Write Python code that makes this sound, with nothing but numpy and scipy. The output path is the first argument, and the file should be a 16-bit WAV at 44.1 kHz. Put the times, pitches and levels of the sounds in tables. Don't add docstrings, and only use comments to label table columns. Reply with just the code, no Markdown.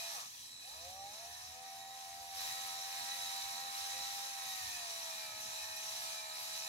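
import sys
import numpy as np
from scipy import signal
from scipy.fft import rfft, irfft
from scipy.io import wavfile
from scipy.ndimage import uniform_filter1d, map_coordinates

SR = 44100
rng = np.random.default_rng(int(sys.argv[2]) if len(sys.argv) > 2 else 0)


def generate_wav(signal):
    frames = np.transpose(np.atleast_2d(signal))
    scaled = np.clip(frames, -1, 1) * 32767
    pcm = np.round(scaled).astype(np.int16)
    wavfile.write(sys.argv[1], SR, pcm)


N = 294588
TIME_S = np.arange(N) / SR
FREQ_HZ = np.fft.rfftfreq(N, 1 / SR)

# time in seconds, speed in Hz.
MOTOR_SPEED = [(0, 75.7), (.125, 74.3), (.28, 34.15), (.47, 24.48), (.61, 34.35), (.72, 49.33), (.83, 57.1),
               (.922, 62.47), (1.092, 67.4), (1.204, 75.6), (1.36, 80.84), (1.484, 82.2), (1.64, 85.86),
               (2.84, 86.48), (3.15, 88.1), (3.3, 86.75), (3.6, 87.53), (4.3, 88.4), (4.38, 87.1),
               (4.62, 84.26), (4.87, 76.02), (5.28, 70.86), (5.42, 70.74), (5.61, 71.46), (6.07, 72.56),
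               (6.33, 70.53), (6.68, 72.2)]
# frequency in Hz, width in Hz, gain in dB.
HOUSING_MODES = [(536.3, 11.77, -9.5), (700, 72, -8.5), (791, 35.6, -2.5), (967, 45, -16.5), (1275, 67, -9),
                 (1312, 14.9, -9.5), (1604, 154, -15.5), (1734, 91, -8.5), (1889, 39, -6.5),
                 (2240, 108, -8), (2529, 61, -1), (4040, 170, 0)]
# multiple of motor speed, relative level in dB, unsteadiness from 0 to 1.
MOTOR_TONES = [(6, 3.5, 0.9), (8, -2, 0.4), (9, 2, 0.2), (10, -9.5, 0.4), (10.8, -20, .6), (12, -4.5, 0.05),
               (13, -21, .6), (13.8, -16, .8), (18, -22, 0.9)]
# speed in Hz, relative level in dB.
WHINE_BY_SPEED = [(29, -62), (45, -53), (59, -49.5), (65.5, -50.5), (70, -54), (77.5, -55), (82, -61),
                  (85.6, -54.5)]
# harmonic, offset in motor speeds, relative level in dB.
SWITCH_TONES = [(1, 0, 0), (1, -3, -14), (1, 3, -16), (1, 6, -14), (2, 0, -13), (2, -6, -8), (2, -12, -16)]
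# multiple of motor speed, relative level in dB, unsteadiness from 0 to 1.
GEAR_TONES = [(10.8, -3.5, .4), (13, -7, .4), (13.8, -7, .7), (15, 1.5, .3), (18, -1, .4), (19, -7, .4),
              (21, -4, .4), (21.6, -2, .5), (22.2, -2, .5), (24, -3, .4), (25, -4.5, .4), (26, -6, .4),
              (27, -6, .4), (33.3, -7, .5), (44.5, -2, .5)]
# frequency in Hz, width in Hz, gain in dB.
STONE_MODES = [(4450, 33, 0), (4770, 61, -2), (5226, 46, 0.5), (5420, 210, -5), (5712, 175, 1),
               (6010, 180, -5.5), (6353, 126, 0), (6750, 66, -2), (7080, 110, -4), (7550, 170, -8.5),
               (8740, 60, -4), (8980, 55, -7), (9580, 550, -11.5), (11150, 74, -5.5), (11650, 350, -7)]
# frequency in Hz, gain in dB.
GRIT_SPECTRUM = [(300, -47), (500, -14), (950, -4), (1500, -4.5), (2100, -2.5), (2850, 0.5), (3100, 0),
                 (3400, 1.5), (3700, 0), (4400, 0), (4800, 1.5), (5700, 2.5), (7000, -5), (7700, 0.5),
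                 (8150, -2), (8700, -2), (9600, -2.5), (10600, -2.5), (11400, 0), (12100, -6),
                 (13000, -4.5), (15500, -12.5)]
# frequency in Hz, width in Hz, gain in dB.
ARM_MODES = [(3900, 150, -14), (3700, 120, -8), (4025, 200, -5), (4230, 210, -4)]
# start and end in seconds, firmness, arm strain (both 1 at nominal load).
BITES = [(-.1, 0.245, 0.92, 1), (2.355, 4.171, 1, 1.05), (4.185, 6.9, 0.94, 0.82)]
# time in seconds, depth in dB.
REVERSALS = [(0.561, 4), (1.02, 2.5), (1.62, 1.5), (1.87, 2), (2.8, 1.5), (3.66, 2), (4.34, 1), (5.32, 2.5),
             (5.72, 1.5), (6.27, 2.5)]
# time in seconds, rise in dB.
RASPS = [(2.04, 0.5), (2.45, 1.5), (3.3, 1), (3.85, 1.5), (4.17, 1), (4.64, 1), (4.9, 0), (5.1, 0),
         (5.55, 0), (6.0, 1.5), (6.5, 0.5)]
# time in seconds, change in dB.
CHATTERS = [(1.6, -7), (2.7, -5), (2.9, -4), (3.2, -2), (3.4, 2.5), (3.62, 1), (4.0, 2.5), (5.1, -3.5),
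            (5.43, -3.5), (5.58, 3), (5.7, -1), (5.96, 2), (6.3, 1.5), (6.56, 3)]
# peak time in seconds, length in seconds, level in dB.
RING_SWELLS = [(0.017, .16, -53), (0.183, 0.059, -56), (.64, .08, -62), (.8, .2, -70), (4.761, 0.19, -53),
               (5.597, .22, -56), (5.8, .16, -55)]
# frequency in Hz, gain in dB.
RUMBLE_SPECTRUM = [(25, -23), (60, -16), (115, 1.5), (170, -6.5), (240, -2.5), (330, -11), (600, -10),
                   (2000, -43)]
# start and end in seconds, level in dB.
LOW_BUMPS = [(.72, 1.093, -71.5), (1.199, 1.563, -72.5), (2.099, 2.496, -74.5), (4.62, 4.82, -73),
             (5.32, 5.778, -81)]
# frequency in Hz, width in Hz, gain in dB.
BRAKE_MODES = [(755, 180, -1), (1200, 220, 1), (1780, 200, -12)]
# peak time in seconds, length in seconds, multiple of motor speed, level in dB.
FLARES = [(.7, .16, 18, -65), (1.35, .42, 22.3, -64), (1.85, .7, 22, -68), (1.87, .36, 44.5, -60),
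          (2.53, .26, 44.5, -53), (2.52, .2, 22, -55), (3.12, .14, 21.7, -56), (3.27, .42, 44.5, -52.5),
          (4.02, .26, 44.5, -50), (4.0, .3, 21.7, -58), (4.49, .2, 44.5, -52.5), (4.62, .55, 22.2, -55.5),
          (4.82, .2, 24, -58.5), (5.24, .36, 33.3, -54), (5.7, .32, 25, -58.5), (6.2, .48, 33.3, -57.5)]
# start in seconds, relative peak in dB.
SNAGS = [(3.1, -39), (3.115, -32.5), (3.139, -36), (3.197, -47), (3.233, -39), (3.3, -45), (3.368, -44),
         (5.618, -41), (5.72, -39)]
# frequency in Hz, left minus right in dB.
PORT_BALANCE = [(100, -2), (400, 2), (750, 0), (940, -8.5), (1100, 2), (1300, 0.5), (1450, 0), (1700, -4.5),
                (1950, 4.5), (2200, 3), (2550, 0.5), (2850, 4.5), (3050, 9), (3350, 1.5), (3650, -7.5),
                (4000, -3.5), (4400, -3.5), (4800, 1), (5220, 4), (5650, -5), (6050, 4), (6400, 1),
                (7100, 0), (8000, -2.5), (8900, -1.5), (11000, 1), (13000, 5.5), (15500, 11)]
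# frequency in Hz, left port's lead in radians.
PORT_PHASE = [(1100, 0), (1300, 0.9), (1600, 0.7), (1850, 1), (2050, 0), (2350, 0.24), (2700, -1),
              (3500, -2.5), (3780, 0), (4200, -0.28), (4600, 0)]


def undb(db):
    return 10 ** (np.asarray(db) / 20)


def unit(x):
    return x / np.sqrt(np.mean(x ** 2))


def colour(points):
    hz, db = np.transpose(points)
    return undb(np.interp(np.log(FREQ_HZ + 1), np.log(hz), db))


def body(modes):
    each = np.array([undb(db) / (1 + 1j * (FREQ_HZ ** 2 - hz ** 2) / (width_hz * (FREQ_HZ + 1)))
                     for hz, width_hz, db in modes])
    return np.sqrt(np.sum(abs(each) ** 2, axis=0)) * np.exp(1j * np.angle(each.sum(axis=0)))


def shape(x, response):
    return irfft(rfft(x) * response, N)


def walk(rate_hz):
    knots = rng.standard_normal(int(N / SR * rate_hz * 2) + 3)
    joined = np.interp(TIME_S * rate_hz * 2, np.arange(len(knots)), knots)
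    return unit(uniform_filter1d(joined, int(SR / rate_hz / 2)))


def grains(spread_db):
    noise = rng.standard_normal((3, N))
    return unit(noise * undb(spread_db * np.minimum(rng.exponential(size=(3, N)), 5)))


def spell(start_s, end_s, ramp_s):
    return np.clip(np.minimum(TIME_S - start_s, end_s - TIME_S) / ramp_s + .5, 0, 1)


def arch(peak_s, length_s):
    return np.cos(np.pi * np.clip((TIME_S - peak_s) / length_s, -.5, .5))


def humps_db(events, half_s):
    return sum(db * np.exp(-((TIME_S - s) / half_s) ** 2) for s, db in events)


def place(x, lag_ms):
    return np.array([x, np.interp(TIME_S - lag_ms / 1000, TIME_S, x)])


def spread(streams, scatter_db, lag_ms=0.3014):
    lags = np.exp(-2j * np.pi * FREQ_HZ * np.array([[0], [lag_ms / 1000]]))
    return unit(shape(streams[0], lags) + undb(scatter_db) * streams[1:])


def housing(cut_hz=750):
    return body(HOUSING_MODES) / np.sqrt(1 + (cut_hz / (FREQ_HZ + 1)) ** 8)


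def shaft_tones(table, speed_hz, turns, shell, waver_db=5.5, jitter_rad=0.77, full_hz=86):
    judder_rad = 0.0025 * abs(np.gradient(speed_hz)) * SR
    out = 0
    for multiple, db, unsteady in table:
        imbalance = 1 if round(multiple) % 3 == 0 else (speed_hz / full_hz) ** 2
        phase = 2 * np.pi * multiple * turns + jitter_rad * unsteady * walk(25) + judder_rad * walk(80)
        gain = undb(db + waver_db * unsteady * walk(12)) * imbalance
        out = out + gain * np.interp(multiple * speed_hz, FREQ_HZ, abs(shell)) * np.sin(phase)
    return out


def motor(speed_hz, turns, shell, bearings_db=-20, trim_db=2.5):
    whine = shaft_tones(MOTOR_TONES, speed_hz, turns, shell)
    whine = whine / np.sqrt(uniform_filter1d(whine ** 2, SR // 6) + 0.068)
    bearings = unit(shape(rng.standard_normal(N), shell * body([(607, 300, 0)]) ** 2))
    level_db = np.interp(speed_hz, *np.transpose(WHINE_BY_SPEED)) + trim_db
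    return place(whine + undb(bearings_db) * bearings, lag_ms=0.089) * undb(level_db)


def controller(speed_hz, turns, switch_hz=3958, flutter_db=2, jitter_rad=0.27, full_hz=75):
    overtone_db = 6 * np.clip(1 - speed_hz / full_hz, 0, 1)
    out = 0
    for harmonic, offset, db in SWITCH_TONES:
        phase = 2 * np.pi * (harmonic * switch_hz * TIME_S + offset * turns) + jitter_rad * walk(110)
        out = out + undb(db + harmonic * overtone_db + flutter_db * walk(50)) * np.sin(phase)
    return place(out * (1 + 0.1 * np.cos(2 * np.pi * turns)), lag_ms=0.3)


def repeat_each_turn(streams, turns, carry=.75, count=6):
    samples = np.arange(N)
    earlier = [np.interp(turns - k, turns, samples) for k in range(count)]
    return np.array([sum(carry ** k * np.interp(at, samples, x) * (at > 0)
                         for k, at in enumerate(earlier)) for x in streams])


def gears(speed_hz, turns, shell, full_hz=54.3, fade_db_per_octave=3.5):
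    load = 1 + 0.21 * np.cos(2 * np.pi * turns) + 0.51 * np.cos(6 * np.pi * turns)
    brightness = colour([(400, 14), (780, -7), (940, 8.5), (1080, 9.5), (1400, -0.5),
                         (1900, 1.5), (2600, -3), (4000, -7), (8000, -17)])
    impacts = repeat_each_turn(grains(2.9), turns) * load
    chatter = spread(shape(impacts, shell * brightness), scatter_db=-3.5)
    mesh = shaft_tones(GEAR_TONES, speed_hz, turns, shell, waver_db=7, jitter_rad=1.2)
    mesh = place(mesh, lag_ms=0.071) * (speed_hz / speed_hz.max()) ** 2
    slow_db = fade_db_per_octave * np.log2(np.minimum(speed_hz / full_hz, 1))
    return (undb(3) * chatter + undb(0.5) * mesh) * undb(slow_db)


def wander(streams, drift_s=.00013, scrape_db=2.2, stroke_db=2.2):
    warped_s = TIME_S + drift_s * walk(7)
    drifted = np.array([map_coordinates(x, [warped_s * SR], order=2, mode="mirror") for x in streams])
    return drifted * undb(scrape_db * walk(45) + stroke_db * walk(5))


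def iron_block(decay_s=.004, depth=.45):
    tail = rng.standard_normal((3, N)) * np.exp(-np.minimum(TIME_S / decay_s, 50))
    return (1 + depth * rfft(unit(tail)) / np.sqrt(N)) / np.hypot(1, depth)


def stones(speed_hz, stroke_db, body_hz=2400):
    scrape = sum(wander(shape(grains(2.5), body([mode]))) for mode in STONE_MODES)
    hiss = shape(grains(2.9), colour(GRIT_SPECTRUM) * iron_block()) * undb(.4 * walk(14))
    low_hiss = shape(hiss, 1 / (1 + (FREQ_HZ / body_hz) ** 8))
    hiss = hiss - low_hiss * (1 - speed_hz / speed_hz.max())
    return (spread(scrape, scatter_db=5.5) * undb(stroke_db)
            + spread(hiss, scatter_db=3) * undb(1.45 * stroke_db))


def arms(turns, gear_ratio=17, slip_db=1.5):
    shake = undb(slip_db * walk(60)) * (1 + 0.5 * np.cos(2 * np.pi * turns))
    nod = 1 + .22 * np.cos(2 * np.pi * 6 * turns / gear_ratio)
    response = body(ARM_MODES) / (1 + ((FREQ_HZ - 4000) / 600) ** 4)
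    return spread(shape(grains(2.5) * shake * nod, response), scatter_db=0)


def housing_ring(ring_hz=2510, width_hz=130):
    swell = sum(undb(db) * arch(peak_s, length_s) for peak_s, length_s, db in RING_SWELLS)
    ring = shape(grains(1.9), body([(ring_hz, width_hz, 0)]) ** 2)
    return spread(ring, scatter_db=0, lag_ms=0.32) * swell


def outdoors(rumble_db=-73.5, bump_rest_db=-83.5):
    bump = shape(rng.standard_normal((3, N)), body([(76.6, 39, 0)]) ** 2)
    bump = spread(bump, scatter_db=-14) * undb(2 * walk(6))
    rumble = shape(rng.standard_normal((3, N)), colour(RUMBLE_SPECTRUM))
    rumble = spread(rumble, scatter_db=-2) * undb(2 * walk(5))
    swell = sum(undb(db) * spell(start_s, end_s, ramp_s=0.074) for start_s, end_s, db in LOW_BUMPS)
    return bump * (undb(bump_rest_db) + swell) + rumble * undb(rumble_db)


def brake_rattle(start_s=.125, end_s=.255, level_db=-59):
    gearbox = body(BRAKE_MODES)
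    rattle = spread(shape(grains(2.2), gearbox * abs(gearbox)), scatter_db=9)
    return rattle * spell(start_s, end_s, ramp_s=.08) * undb(level_db)


def stone_squeak(start_s=.27, end_s=.55, from_hz=3420, to_hz=3170, level_db=-64):
    pitch_hz = np.interp(TIME_S, [start_s, end_s], [from_hz, to_hz]) + 50 * walk(90)
    tone = np.sin(2 * np.pi * np.cumsum(pitch_hz) / SR)
    return place(tone, lag_ms=0.73) * arch((start_s + end_s) / 2, end_s - start_s) * undb(level_db)


def gear_flares(turns, jitter_rad=1.1, waver_db=2.2):
    out = 0
    for peak_s, length_s, multiple, db in FLARES:
        swell = arch(peak_s, length_s) * undb(db + waver_db * walk(40))
        out = out + swell * np.sin(2 * np.pi * multiple * turns + jitter_rad * walk(60))
    return place(out, lag_ms=0.024)


def stone_snags(ring_hz=3950, rise_s=0.0028, jitter_rad=0.76, trim_db=-5):
    envelope = 0
    for start_s, peak_db in SNAGS:
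        age = np.clip((TIME_S - start_s) / rise_s, 0, 50)
        envelope = envelope + undb(peak_db + trim_db) * age * np.exp(1 - age)
    ring = np.sin(2 * np.pi * ring_hz * TIME_S + jitter_rad * walk(120))
    return place(envelope * ring, lag_ms=0.305)


def scene():
    speed_hz = np.interp(TIME_S, *np.transpose(MOTOR_SPEED))
    turns = np.cumsum(speed_hz * (1 + 0.002207 * walk(10.7))) / SR
    shell = housing()
    bite, flex = sum(np.outer(loads, spell(start_s, end_s, ramp_s=0.12))
                     for start_s, end_s, *loads in BITES)
    accel_hz_per_s = uniform_filter1d(np.gradient(speed_hz) * SR, SR // 5)
    strain = np.clip(accel_hz_per_s / 82, 0, 1)
    coasting = spell(start_s=0.137, end_s=0.38, ramp_s=0.025)
    ebb_db = humps_db(REVERSALS, half_s=0.082)
    stroke_db = humps_db(RASPS, half_s=0.11) - ebb_db
    chatter_db = humps_db(CHATTERS, half_s=0.027)
    switch_db = -61 + 9.5 * flex + 3.5 * strain - 0.35 * ebb_db * bite + chatter_db
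    gear_db = -63.5 + 8 * bite + 2.5 * strain - 0.15 * ebb_db
    grind_db = -54.5 + 6.5 * bite
    arm_db = -65 + 9.5 * flex + 4 * strain - 0.1 * ebb_db + chatter_db
    drill = motor(speed_hz, turns, shell) * undb(-2 * coasting)
    drill += controller(speed_hz, turns) * (1 - coasting) * undb(switch_db)
    drill += gears(speed_hz, turns, shell) * undb(gear_db) + gear_flares(turns) + brake_rattle()
    hone = stones(speed_hz, stroke_db) * undb(grind_db) + arms(turns) * undb(arm_db)
    return drill + hone + stone_snags() + housing_ring() + stone_squeak() + outdoors()


def record(dry, top_hz=15750):
    lead_rad = np.interp(FREQ_HZ, *np.transpose(PORT_PHASE))
    left = np.sqrt(colour(PORT_BALANCE)) * np.exp(.5j * lead_rad)
    ported = shape(dry, np.array([left, 1 / left]))
    return signal.sosfilt(signal.ellip(12, .1, 80, top_hz, fs=SR, output="sos"), ported)


dry = scene()
out = record(dry)
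generate_wav(out)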